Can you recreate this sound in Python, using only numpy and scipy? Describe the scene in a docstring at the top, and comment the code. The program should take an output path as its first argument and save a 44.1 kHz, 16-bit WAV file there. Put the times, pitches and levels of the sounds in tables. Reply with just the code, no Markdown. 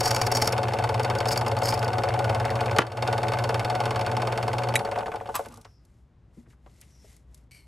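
"""A belt-driven key-cutting machine hums and rattles close by while its cutter bites into a brass key.
The motor gives steady tones; the belt, shaft and spindle add throbs, thuds and clacks made of shaped noise.
The carriage drops back with a clunk, and a limiter ducks the sound after it.
The motor is switched off and coasts to rest, knock by knock.
The key scrapes out of the vice, and a steel lock is picked up in the quiet workshop."""
import sys
import numpy as np
from scipy import signal
from scipy.fft import rfft, irfft, next_fast_len
from scipy.io import wavfile
from scipy.ndimage import uniform_filter1d, minimum_filter1d

SR = 44100
rng = np.random.default_rng(int(sys.argv[2]) if len(sys.argv) > 2 else 0)


def bounce(signal):
    """Save signal as a 16-bit WAV file at the path given by the first command-line argument."""
    frames = np.transpose(np.atleast_2d(signal))
    limited = np.clip(frames, -1, 1)
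    pcm = np.round(limited * 32767).astype(np.int16)
    wavfile.write(sys.argv[1], SR, pcm)


N = 338247
TIME = np.arange(N) / SR
OFF_S = 4.795  # the motor's current stops
SPINDLE_HZ, MOTOR_HZ, BELT_HZ = 19.231, 29.62, 9.42  # turns or laps a second at full speed
MAINS_HZ = 60


def amp(db):
    """Turns decibels into a gain."""
    return 10 ** (np.asarray(db) / 20)


def unit(x):
    """Scales a sound to an rms of one."""
    return x / np.sqrt(np.mean(x ** 2) + 1e-20)


def curve(rows):
    """Joins the points of a time table by straight lines, one value for every sample."""
    return np.interp(TIME, *np.transpose(rows))


def read(points, hz):
    """Reads a frequency table between its points, on a logarithmic frequency axis."""
    f, value = np.transpose(points)
    return np.interp(np.log(hz + 1), np.log(f + 1), value)


def add(mix, s, sound):
    """Lays a sound into the mix at a time in seconds."""
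    part = mix[max(round(s * SR), 0):][:len(sound)]
    part += sound[:len(part)]


def drift(rate_hz):
    """Makes a random wander of unit size; a higher rate wanders faster."""
    hz = np.fft.rfftfreq(N, 1 / SR)
    noise = rfft(rng.standard_normal(N))
    return unit(irfft(noise * np.exp(-(hz / rate_hz) ** 2), N))


def body(x, colour, modes=(), hollows=(), size=16384):
    """Filters a sound like a solid object: a broad colour, lifted at ringing modes and dipped at hollows."""
    hz = np.fft.rfftfreq(size, 1 / SR)
    lift = 1 + sum(amp(db) ** 2 / (1 + (2 * (hz - f) / width) ** 2) for f, width, db in modes)
    dip_db = sum(db / (1 + (2 * (hz - f) / width) ** 2) for f, width, db in hollows)
    log_gain = np.log(amp(read(colour, hz) + dip_db) * np.sqrt(lift))
    # minimum phase: the object answers as soon as it can, never before the blow
    both_sides = np.r_[log_gain, log_gain[-2:0:-1]]
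    response = np.exp(np.conj(signal.hilbert(both_sides)))
    ring = np.fft.ifft(response).real[:size // 2]
    return signal.oaconvolve(x, ring / np.linalg.norm(ring))[:N]


def resonate(x, hz, width_hz):
    """Rings a sound at one gliding pitch: shift that pitch to zero, smooth, and shift back."""
    turn = np.exp(2j * np.pi * np.cumsum(hz) / SR)
    r = np.exp(-np.pi * width_hz / SR)
    smooth = signal.lfilter([np.sqrt(2 * (1 - r * r))], [1, -r], x / turn + 1e-18)
    return (turn * smooth).real


def burst(shape, smooth_hz=300):
    """Puts noise under an envelope and evens out its colour, so that it sounds like one clean blow."""
    noise = shape * rng.standard_normal(len(shape))
    hz = np.fft.rfftfreq(len(shape), 1 / SR)
    power = uniform_filter1d(abs(rfft(noise)) ** 2, int(smooth_hz / hz[1]) + 1)
    opposite = np.c_[hz, -10 * np.log10(abs(power) + 1e-20)]
    even = body(noise, opposite, size=2048)[:len(shape)]
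    return even * np.linalg.norm(shape) / np.linalg.norm(even)


def contacts(rows, rise, decay, tail_db, tail_decay, grain_db, alike):
    """Makes each blow (s, dB) a burst of tiny contacts with a weaker tail, partly alike and partly new."""
    t, power, blows = TIME[:SR // 4], np.zeros(N), np.zeros(N)
    shape = (1 - np.exp(-t / rise)) * (np.exp(-t / decay) + amp(tail_db - 60 * t / tail_decay))
    shape = shape / shape.max()
    same = burst(shape)
    for s, db in rows:
        add(power, s, (amp(db) * shape) ** 2)
        add(blows, s, amp(db) * same)
    grain = unit(amp(np.clip(grain_db * drift(2500), -9, 5)))
    new = np.sqrt(power) * grain * rng.standard_normal(N)
    return alike * blows + np.sqrt(1 - alike ** 2) * new


def pushes(rows, length_s, bounce_s, bounce_db, count=3):
    """Makes each blow (s, dB) a short smooth push of unit area, then nearly even, weaker bounces."""
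    t, out = TIME[:SR // 200], np.zeros(N)
    push = t * np.exp(-t / length_s)
    push = push / push.sum()
    all_gaps = rng.uniform(.9, 1.1, (len(rows), count))
    for (s, db), gaps in zip(rows, all_gaps):
        for k, late in enumerate(bounce_s * (np.cumsum(gaps) - gaps[0])):
            add(out, s + 0.00195 + late, amp(db + k * bounce_db) * push)
    return out


def struck(rows, modes, spread):
    """Rings one object with blows of differing hardness, each a band of noise around its centre."""
    t, out = TIME[:SR // 3], np.zeros(N)
    for s, db, hz, rise, decay in rows:
        edges_hz = [hz / spread, min(hz * spread, .45 * SR)]
        band = signal.butter(2, edges_hz, "band", fs=SR, output="sos")
        shape = (1 - np.exp(-t / rise)) * np.exp(-t / decay)
        blow = signal.sosfilt(band, burst(shape))
        same_energy = np.linalg.norm(shape / shape.max()) / np.linalg.norm(blow)
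        add(out, s, amp(db) * blow * same_energy)
    return body(out, [(1, 0), (SR, 0)], modes)


def grains(per_s, scatter_db):
    """Scatters tiny catches at random moments, of uneven size and either sign."""
    present = rng.random(N) < per_s / SR
    size = amp(scatter_db * rng.uniform(-0.92, 1, N))
    return unit(present * rng.choice([-1, 1], N) * size)


def workshop():
    """Low room rumble, made of coloured noise, with a faint mains drone."""
    # colour of the room: f/Hz, level/dB
    room = [(15, -59), (25, -31.5), (43, -9.5), (64, 2), (87, -12), (123, -7), (153, -13.5), (293, -23),
            (460, -28.5), (600, -30.5), (900, -33.5), (8360, -58), (16000, -69)]
    drone = amp(-68.0 + 2.5 * drift(5)) * np.sin(2 * np.pi * MAINS_HZ * TIME)
    return amp(-55.5 + 0.85 * drift(8)) * body(rng.standard_normal(N), room) + drone


def clicks():
    """Lists small clicks as blows (s, dB, Hz, rise s, decay s); a higher click dies sooner."""
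    # clicks of hands, key and lock: t/s, level/dB, centre f/Hz
    handling = [(5.459, -44, 7500), (5.485, -47, 7000), (5.522, -51, 7000), (5.541, -47, 7000),
                (5.559, -53, 5000), (5.573, -48, 7000), (5.613, -50.5, 6500), (5.6476, -48, 3340),
                (5.652, -44.5, 710), (5.8507, -60, 7100), (6.662, -49, 560), (6.6607, -63, 2080),
                (6.696, -66, 4000), (6.806, -56, 9000), (6.813, -43, 9070), (7.165, -53, 8900),
                (7.345, -47.5, 7500), (7.376, -59, 7500)]
    rise_s, decay_at_1khz_s, shortening = 0.00032, 0.0096, 0.54
    return [(s, db, hz, rise_s, decay_at_1khz_s * (hz / 1e3) ** -shortening) for s, db, hz in handling]


def rubbing(catches_db=-6):
    """Skin and sleeve stroke metal: noise and fine catches swell and fade under an uneven grip."""
    # strokes: middle t/s, level/dB, length between half heights/s
    rubs = [(5.39, -51.5, 0.13), (5.585, -74, 0.18), (5.93, -76, 0.2), (6.39, -67, 0.081),
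            (6.513, -65.5, 0.046), (6.826, -64, 0.24), (7.096, -59.5, 0.15), (7.368, -69.5, 0.11)]
    # colour of the rubbing: f/Hz, level/dB
    skin = [(200, 14), (800, -1), (1400, -2), (2200, -1), (3600, 1), (5500, 0.5), (7000, 3), (12000, -2),
            (16000, -31.5)]
    strokes = sum(amp(db) * .5 ** ((2 * (TIME - s) / length) ** 2) for s, db, length in rubs)
    friction = unit(rng.standard_normal(N) + amp(catches_db) * grains(per_s=500, scatter_db=14))
    grip = amp(0.84 * drift(52))
    return body(strokes * grip * friction, skin, [(2060, 240, 8.1), (5360, 160, 3)])


def slides():
    """Light strokes along smooth metal hiss in one narrow, falling band."""
    # strokes: middle t/s, level/dB, length between half heights/s, f in the middle/Hz
    strokes = [(5.707, -69.5, 0.17, 5350), (6.983, -66, .14, 5540)]
    fall_hz_per_s, width_hz = 2800, 780
    out = np.zeros(N)
    for s, db, length, hz in strokes:
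        glide = hz - fall_hz_per_s * np.clip(TIME - s, -length, length)
        hiss = resonate(rng.standard_normal(N), glide, width_hz)
        hiss = resonate(hiss, glide, width_hz)  # a second pass steepens the band's sides
        out += amp(db) * .5 ** ((2 * (TIME - s) / length) ** 2) * unit(hiss)
    return out


def lock(squeak_db=-5, octave_db=-9, width_hz=45, case_db=-3.0):
    """The lever slides in tiny slips that ring the steel case, with a gliding squeak and its octave."""
    # strength of the sliding: t/s, level/dB
    lever = [(7.508, -95), (7.511, -52), (7.54, -56), (7.565, -55), (7.6, -61), (7.66, -72)]
    # pitch of the squeak: t/s, f/Hz
    lever_ring = [(7.51, 2250), (7.525, 2270), (7.565, 2300), (7.61, 2190), (7.66, 2190)]
    # colour of the case: f/Hz, level/dB
    steel = [(300, -22.5), (1500, -11), (2800, 2), (3500, -10), (4200, -5), (5700, -5), (6800, -8),
             (9000, -4), (12000, -8), (16000, -20)]
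    # ringing of the case: f/Hz, width/Hz, lift/dB
    steel_modes = [(2326, 30, 17), (3020, 60, 7.9), (4190, 50, 11), (4470, 37, 13), (5652, 100, 8),
                   (7311, 40, 8), (8300, 250, 10), (11350, 207, 8), (12580, 150, 14)]
    sliding = TIME > lever[0][0]
    slips = amp(curve(lever)) * sliding * grains(per_s=1700, scatter_db=3)
    pitch_hz = curve(lever_ring)
    squeak = resonate(slips, pitch_hz, width_hz)
    octave = resonate(slips, 2 * pitch_hz, 2 * width_hz)
    case = body(slips, steel, steel_modes)
    return amp(case_db) * case + amp(squeak_db) * squeak + amp(octave_db) * octave


def hands():
    """Everything that the operator moves: noise blows ring the carriage, switch and key; the lock follows."""
    # blows, each table: t/s, level/dB, centre f/Hz, rise/s, decay/s
    carriage_blows = [(2.7856, -6, 1800, 0.0001, 0.00091), (2.786, -16.5, 8000, .0001, 0.0024),
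                      (2.7875, -6.5, 750, 0.0005, 0.005), (2.7895, -5.5, 340, 0.0011, 0.004),
                      (2.8, -23, 1200, .002, 0.0088), (2.807, -15, 260, .0005, 0.0046),
                      (2.816, -18, 800, 0.002, 0.0065), (2.835, -30, 400, .003, 0.022)]  # landing and bouncing
    bumps = [(5.465, -50.5, 250, 0.0023, 0.043), (6.368, -48, 228, 0.01, 0.012),
             (6.46, -63, 304, 0.0045, 0.039)]  # a hand bumps the bench, ringing its low mode
    switch_blows = [(4.7545, -19.5, 8570, 0.0014, 0.0054), (4.7558, -16.5, 2250, 0.0004, 0.0035)]  # snapping over
    key_scrapes = [(5.341, -31.5, 1210, 0.013, 0.017), (5.3525, -22.5, 4500, 0.002, 0.0059),
                   (5.3575, -51.5, 2400, .0005, 0.0027), (5.3605, -20.5, 5500, 0.00027, 0.003),
                   (5.389, -43, 7000, .001, 0.011), (5.5, -55, 1175, 0.033, 0.029)]  # coming out of the vice
    scuffs = [(6.458, -66, 1506, .005, .01), (6.503, -66, 2000, .004, .01),
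              (6.528, -62.5, 1200, 0.0036, 0.0067), (6.817, -58, 2300, .004, 0.01),
              (7.043, -51, 480, 0.0016, 0.0072)]  # picking up the lock
    # ringing of the struck parts, each table: f/Hz, width/Hz, lift/dB
    carriage_modes = [(108, 34, 2), (343, 12, 9), (392, 53, 7), (970, 15, 8), (1160, 50, 6), (1400, 20, 9),
                      (1670, 100, 3), (1980, 50, 5), (2654, 30, 7.1), (3050, 46, 9)]
    switch_modes = [(1932, 145, 9.9), (2240, 63, 15), (2444, 70, 8), (3880, 55, 20)]
    vice_modes = [(970, 200, 20.3), (1180, 55, 25), (2610, 200, 6.7), (8000, 150, 14), (12500, 820, 15)]
    carriage = struck(carriage_blows, carriage_modes, spread=2.7)
    carriage += struck(bumps, [(235, 14, 14.8)], spread=1.42)
    switch = struck(switch_blows, switch_modes, spread=1.36)
    key = struck(key_scrapes, vice_modes, spread=4.6)
    small = struck(clicks(), [], spread=1.82) + struck(scuffs, [], spread=1.38)
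    return carriage + switch + key + lock() + small + rubbing() + slides()


def drive_speed():
    """Gives the share of full speed: steady, then slowed by friction to rest."""
    coast_from_s, rest_s, power = 4.732, 5.78, 1.3
    time_left = np.clip((rest_s - TIME) / (rest_s - coast_from_s), 0, 1)
    return time_left ** power


def chatter_db(db_per_halving=5.5):
    """Gives the level of the loose parts' chatter, which falls with every halving of the speed."""
    # chatter at full speed: t/s, level/dB
    chatter = [(0, -4.5), (2.7, 1.5), (3.1, -2.5), (4.77, -3), (4.83, -4), (5.3, -1.5)]
    return curve(chatter) + db_per_halving * np.log2(drive_speed() + 1e-6)


def each_turn(first_s, turn_hz, db, scatter_db, jitter_s):
    """Lists a blow (s, dB) that comes once a turn while the motor drives, a little uneven."""
    s = np.arange(first_s, OFF_S - .01, 1 / turn_hz)
    late, strong = rng.standard_normal((len(s), 2)).T
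    return np.c_[s + jitter_s * late, db + scatter_db * strong]


def hum():
    """The iron hums at twice the mains frequency and beats with the shaft's tones until the current stops."""
    # tones of the shaft: multiple of its turning rate, level/dB
    motor_orders = [(4, -76), (8, -49), (10, -55.5), (12, -48)]
    iron_turns = 2 * MAINS_HZ * TIME + 0.022 * drift(8)
    iron = amp(-32.5 + 0.87 * drift(6.2)) * np.cos(2 * np.pi * iron_turns)
    turns = MOTOR_HZ * TIME + 0.027 * drift(5.0)
    shaft = sum(amp(db) * np.cos(2 * np.pi * k * turns) for k, db in motor_orders)
    current = np.clip((OFF_S - TIME) / 0.01 + .5, 0, 1)
    return np.sqrt(2) * (iron + shaft) * current  # root two: the levels are rms


def rotor(db=-44.0, speed_power=1.8):
    """The rotor's low whirr is coloured noise that fades quickly as it slows."""
    # colour of the whirr: f/Hz, level/dB
    whirr = [(100, -33.5), (150, -8), (215, -1.5), (300, -9.5), (380, -1.5), (550, -28.5), (2000, -69)]
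    return amp(db) * drive_speed() ** speed_power * body(rng.standard_normal(N), whirr)


def belt():
    """The uneven belt shakes the bench with the harmonics of its lap, less as it slows."""
    # colour of the shaking bench: f/Hz, level/dB
    bench = [(25, -29), (38, -27), (47, -17.5), (66, -15), (85, -7.5), (94, -3), (104, 4.5), (113, 2.5),
             (122, -10.5), (135, -20.5), (200, -40.5)]
    speed = drive_speed()
    laps = np.cumsum(BELT_HZ * speed) / SR
    throb = np.zeros(N)
    for k in range(3, 18):
        level = amp(read(bench, k * BELT_HZ * speed))
        throb += level * np.cos(2 * np.pi * (k * laps + rng.random()))
    load_db = curve([(0, -40), (2.75, -39), (2.9, -41), (4.8, -46)])  # pressing on the cutter loads the belt
    rumble = amp(-46.0) * body(rng.standard_normal(N), bench)
    return amp(load_db + 2.4 * drift(9.5)) * throb * speed ** 2 + rumble * np.sqrt(speed)


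def loose_parts(per_s=60, db=-35, scatter_db=2.0, low_hz=1500, high_hz=2900, ring_s=.0022):
    """Small loose parts tick at random on the shaking frame, each with three short partials."""
    t, out, level_db = TIME[:SR // 40], np.zeros(N), db + chatter_db()
    for at in np.flatnonzero(rng.random(N) < per_s * drive_speed() / SR):
        hz = low_hz * (high_hz / low_hz) ** rng.random((3, 1))
        tick = np.sin(2 * np.pi * hz * t).sum(0) * np.exp(-t / ring_s)
        add(out, at / SR, amp(level_db[at] + scatter_db * rng.uniform(-5.5, 1.2)) * tick)
    return out


def rattle(knocks, thuds):
    """The motor shaft's thuds ring the cast frame; the spindle's knocks and loose parts join in."""
    # colour of the frame: f/Hz, level/dB
    frame = [(60, -19.5), (150, -21), (215, -9), (300, -12.5), (430, -6), (700, -0.5), (950, -5),
             (1200, -7), (2000, -25), (3000, -25.5), (4500, -34.5), (9000, -34.5), (16000, -53)]
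    # ringing of the frame: f/Hz, width/Hz, lift/dB
    frame_modes = [(340.7, 11, 10), (444, 31, 13.4), (559.8, 34, 12.5), (661, 17, 6), (737.4, 37, 11.1),
                   (817, 10, 4.9), (869, 42, 11.9), (1471, 27, 15.4), (2054, 66, 6.5)]
    # where the frame's waves cancel: f/Hz, width/Hz, dip/dB
    frame_hollows = [(267, 22, -8.5), (365, 28, -8), (615, 42, -4), (784, 24, -9.5)]
    drive = amp(-27.0) * contacts(thuds, rise=0.0032, decay=0.0041, tail_db=-19, tail_decay=0.16,
                                  grain_db=1, alike=0.76)
    drive += amp(-2.0) * pushes(thuds, length_s=0.0002, bounce_s=.0068, bounce_db=-3)
    drive += amp(-26.5) * contacts(knocks, rise=0.0031, decay=0.0098, tail_db=-21.5, tail_decay=0.22,
                                   grain_db=0, alike=.6)
    drive += amp(-34.0 + chatter_db(db_per_halving=9)) * rng.standard_normal(N)
    return body(drive, frame, frame_modes, frame_hollows)


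def spindle(knocks, backlash, backlash_db=1):
    """The cutter spindle clacks each turn and rebounds; its guard buzzes after it and with the backlash."""
    # harder rebounds: t/s, level/dB
    hard_rebounds = [(0.722, -11.5), (.824, -11.5), (3.3195, -5), (3.837, -7.5), (3.993, -5), (4.15, -18),
                     (4.203, -11.5)]
    # colours of spindle housing and guard, each table: f/Hz, level/dB
    housing = [(200, -33), (800, -9), (1500, -0.5), (2700, 5.5), (4100, -4), (5500, -3.5), (7000, -8.5),
               (9000, -6), (12000, -11.5), (16000, -24)]
    guard = [(300, -10), (900, 4.5), (1400, -4), (1900, -8), (2600, -8.5), (3400, -13.5), (4500, -24),
             (12000, -32)]
    # ringing of spindle housing and guard, each table: f/Hz, width/Hz, lift/dB
    housing_modes = [(2170, 120, 12), (3094, 140, 6), (3666, 37, 14), (3830, 70, 8.3), (4160, 70, 4),
                     (4468, 62, 19.4), (5160, 110, 12), (5470, 120, 9.7), (6820, 230, 7), (8300, 200, 4)]
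    guard_modes = [(1043, 54, 3.7), (1524, 68, 9.6), (2085, 41, 3.5), (2130, 63, 6.1), (2693, 150, 2)]
    # where the housing's waves cancel: f/Hz, width/Hz, dip/dB
    housing_hollows = [(1920, 100, -8), (3770, 90, -4), (3930, 90, -10), (4930, 140, -2.5),
                       (6300, 200, -2.5), (7200, 250, -2.5)]
    light_rebounds = each_turn(.043, SPINDLE_HZ, db=-17.5, scatter_db=2.2, jitter_s=0.0012)
    rebounds = np.r_[light_rebounds, hard_rebounds]
    # the spindle strikes the same spot each turn, so its clacks are much alike
    clack = contacts(np.vstack([knocks, rebounds]), rise=0.0002, decay=0.003, tail_db=-19, tail_decay=0.12,
                     grain_db=7.5, alike=.92)
    shaken = np.vstack([knocks + [.002, 0], rebounds + [0, 6], backlash + [0, backlash_db]])
    buzz = amp(-28.5) * contacts(shaken, rise=0.00073, decay=0.0067, tail_db=-13.5, tail_decay=0.06,
                                 grain_db=1.5, alike=.75)
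    buzz += amp(-49.5 + chatter_db() + np.minimum(5 * drift(110), 8)) * rng.standard_normal(N)
    whirr = amp(-62 + chatter_db() + 2.3 * drift(200)) * rng.standard_normal(N)
    sound = body(amp(-28.5) * clack, housing, housing_modes, housing_hollows)
    sound += body(whirr, housing, hollows=housing_hollows)
    sound += body(buzz, guard, guard_modes)
    nearness_db = curve([(0, 1), (.8, 0.52), (2.4, -1.3), (3.2, 0.75), (4, 1), (4.7, -1.1)])
    return amp(nearness_db) * sound


def teeth(tooth_hz=1150, jitter=.12, scatter_db=4.0, tearing_db=-7, tooth_share=0.24):
    """Each tooth snaps off one chip, followed by a short tearing hiss."""
    late, strong = rng.uniform(-0.92, 1, (2, N))
    tooth = np.arange(int(tooth_hz * TIME[-1]) - 1)
    at = ((tooth + jitter * late[tooth]) * SR / tooth_hz).astype(int)
    snaps = np.zeros(N)
    snaps[at] = amp(scatter_db * strong[tooth]) * rng.choice([-1, 1], len(tooth))
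    since_tooth = tooth_hz * TIME % 1
    tearing = np.exp(-since_tooth / tooth_share) * rng.standard_normal(N)
    return unit(unit(snaps) + amp(tearing_db) * unit(tearing))


def cutting(ring_db=-7, ring_width_hz=130, drag_throb_db=7, bite_throb_db=1.0):
    """Teeth tear brass in short bites and drag between; the hum shakes the key against them, and it rings."""
    # bites: middle t/s, relative level/dB, length between half powers/s
    bites = [(.008, -24.5, 0.0053), (0.04, -31, 0.01), (0.06, -25.5, 0.0092), (0.08, -26.5, 0.013),
             (0.111, -21.5, 0.0046), (0.148, -24, 0.0032), (0.164, -22.5, 0.0032), (0.218, -21.5, 0.0049),
             (.27, -25, 0.0056), (0.321, -21.5, 0.005), (0.352, -23, 0.0031), (0.359, -26.5, .004),
             (0.372, -23, 0.006), (0.423, -20, 0.0064), (0.447, -25.5, 0.0022), (.459, -33, 0.0059),
             (0.476, -20.5, 0.004), (0.526, -27.5, 0.0039), (1.034, -35, 0.0034), (1.187, -32.5, 0.0036),
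             (1.275, -36, 0.0028), (1.288, -24, 0.0046), (1.325, -26.5, 0.014), (1.377, -23.5, 0.0029),
             (1.483, -32, 0.0037), (1.589, -32, 0.0019), (1.638, -34.5, 0.0051), (1.658, -27, 0.0044),
             (1.689, -26, .007), (1.704, -30, 0.003), (1.743, -32, 0.0079), (1.794, -34.5, 0.0027),
             (1.847, -34, 0.0032)]
    # light drags between bites: start t/s, end t/s, relative level/dB
    drags = [(.04, 0.272, -41.5), (0.336, 0.493, -42), (1.27, 1.4, -46.5), (1.631, 1.716, -35)]
    # colour of the key: f/Hz, level/dB
    brass = [(500, 1), (1500, 2), (2500, -6), (4100, -12.5), (4700, 0.5), (6700, -14.5), (7500, -8),
             (8400, -4), (9500, -9.5), (12000, -10), (16000, -4.5)]
    # ringing of the key: f/Hz, width/Hz, lift/dB
    brass_modes = [(2315, 30, 10), (4600, 110, 11.8), (5310, 84, 11), (6350, 44, 5.4), (6700, 90, 20),
                   (10850, 180, 4), (11500, 82, 6.6), (12400, 140, 10), (14620, 62, 14)]
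    # the key's upper ring, falling as the cut moves along it: t/s, f/Hz
    key_ring = [(.45, 5460), (1.25, 5090)]
    shake = np.cos(2 * np.pi * 2 * MAINS_HZ * TIME)
    bite_power = sum(amp(db) ** 2 * .5 ** np.minimum((2 * (TIME - s) / length) ** 2, 60)
                     for s, db, length in bites)
    bite_power = bite_power * amp(bite_throb_db * shake) ** 2
    drag_power = sum(amp(db) ** 2 * ((TIME > start) & (TIME < end)) for start, end, db in drags)
    drag_power = drag_power * unit(amp(drag_throb_db * shake + 2.0 * drift(60))) ** 2
    chips = np.sqrt(bite_power + drag_power) * teeth()
    ring = resonate(chips, curve(key_ring), ring_width_hz)
    return amp(1.5) * (body(chips, brass, brass_modes) + amp(ring_db) * ring)


def ports(x, echo_t60=0.17):
    """Two microphone ports hear the direct sound slightly apart, and near reflections with opposite signs."""
    # how far the left port leads: f/Hz, phase/radians
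    port_phase = [(20, 0), (280, .05), (450, -.25), (950, -.3), (2000, 0), (3500, .2), (6000, .05),
                  (8850, 0), (9800, -2.7), (10400, -3.3), (11700, -6), (12800, -6.5), (13100, -9.3),
                  (14300, -9.5), (15200, -12.5)]
    # left minus right: f/Hz, level/dB
    port_balance = [(60, -0.33), (110, -0.5), (200, -0.72), (380, 0.93), (700, 0.86), (1290, -0.71),
                    (2380, 0.0), (4400, 0.0), (8120, -0.41), (15000, 0.0)]
    # how alike the two ports are: f/Hz, likeness from 0 to 1
    port_likeness = [(60, 1), (150, .995), (400, .93), (750, .8), (1200, .94), (2200, .99), (3500, .94),
                     (8500, .97), (9400, .7), (10200, .95), (15000, .75)]
    size = next_fast_len(N + SR)
    hz, t = np.fft.rfftfreq(size, 1 / SR), TIME[:SR // 5]
    echoes = rng.standard_normal(len(t)) * amp(-60 * t / echo_t60)
    echoes = rfft(echoes / np.linalg.norm(echoes), size)
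    likeness = np.clip(read(port_likeness, hz), 0, 1)
    side = amp(-1.0) * np.sqrt((1 - likeness) / 2) * echoes
    turn = amp(read(port_balance, hz) / 2) * np.exp(.5j * read(port_phase, hz))
    left_right = np.array([(1 + side) * turn, (1 - side) / turn])
    return irfft(rfft(x, size) * left_right, size)[:, :N]


def scene():
    """Joins machine, cut, operator and room; play in the motor shaft gives a thud and backlash each turn."""
    # blows of the coasting machine, each table: t/s, level/dB
    coast_knocks = [(4.792, -1), (4.85, -4), (4.914, -3), (4.987, -3.5), (5.067, -12), (5.158, -7.5),
                    (5.273, -16), (5.449, -17)]  # spindle
    coast_thuds = [(4.808, 0), (4.846, 0.5), (4.887, 0), (4.931, -3), (4.975, 3.5), (5.026, -2),
                   (5.08, 0.5), (5.138, 2), (5.209, -2.5), (5.289, 1), (5.393, 2), (5.576, -19.5)]  # motor shaft
    coast_backlash = [(4.873, -6), (4.919, -2.5), (4.958, 0), (5.006, -3.5), (5.059, -1.5), (5.117, -3.5),
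                      (5.257, -8), (5.458, -12)]  # motor shaft
    # slow change of the stereo balance: t/s, left minus right level/dB
    stereo_balance = [(2.4, 0.57), (2.9, 0), (5.5, 0), (6, 2)]
    knocks = np.r_[each_turn(.0075, SPINDLE_HZ, db=1, scatter_db=1.2, jitter_s=.0002), coast_knocks]
    thuds = np.r_[each_turn(.0115, MOTOR_HZ, db=-1, scatter_db=0, jitter_s=0.001), coast_thuds]
    backlash = np.r_[each_turn(.029, MOTOR_HZ, db=-7.0, scatter_db=3.0, jitter_s=0.0012), coast_backlash]
    machine = hum() + rotor() + belt() + loose_parts()
    machine += rattle(knocks, np.vstack([thuds, backlash])) + spindle(knocks, backlash) + cutting()
    stereo = ports(machine + hands() + workshop())
    return stereo * amp(curve(stereo_balance) * np.array([[.5], [-.5]]))


def record(dry, ceiling_db=-4.5, hold_s=0.14, recovery_db_per_s=105):
    """Colours the high treble, adds a limiter that holds and then recovers, and a limit to the treble."""
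    # colour of the high treble: f/Hz, level/dB
    treble_colour = [(20, 0.5), (9300, -1), (10200, 4), (11000, 4.5), (12300, -5.5), (12900, -16.5),
                     (13900, -21.5), (14600, -16), (15700, -15), (16200, -29)]
    size = next_fast_len(N + SR)
    gain = amp(read(treble_colour, np.fft.rfftfreq(size, 1 / SR)))
    x = irfft(rfft(dry, size) * gain, size)[:, :N]
    over_db = np.maximum(20 * np.log10(abs(x).max(0) + 1e-9) - ceiling_db, 0)
    half = int(hold_s * SR / 2)
    held_db = -minimum_filter1d(-over_db, 2 * half + 1, origin=half)
    recovery_db = recovery_db_per_s * TIME
    duck_db = np.maximum.accumulate(held_db + recovery_db) - recovery_db
    widened_db = -minimum_filter1d(-duck_db, size=21)  # so that smoothing does not miss a peak
    x = x * amp(-uniform_filter1d(widened_db, size=21))
    low_pass = signal.firwin(511, 16400, window=("kaiser", 9), fs=SR)  # edge in Hz
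    return signal.oaconvolve(x, low_pass[None], "same")


dry = scene()
out = record(dry)
bounce(out)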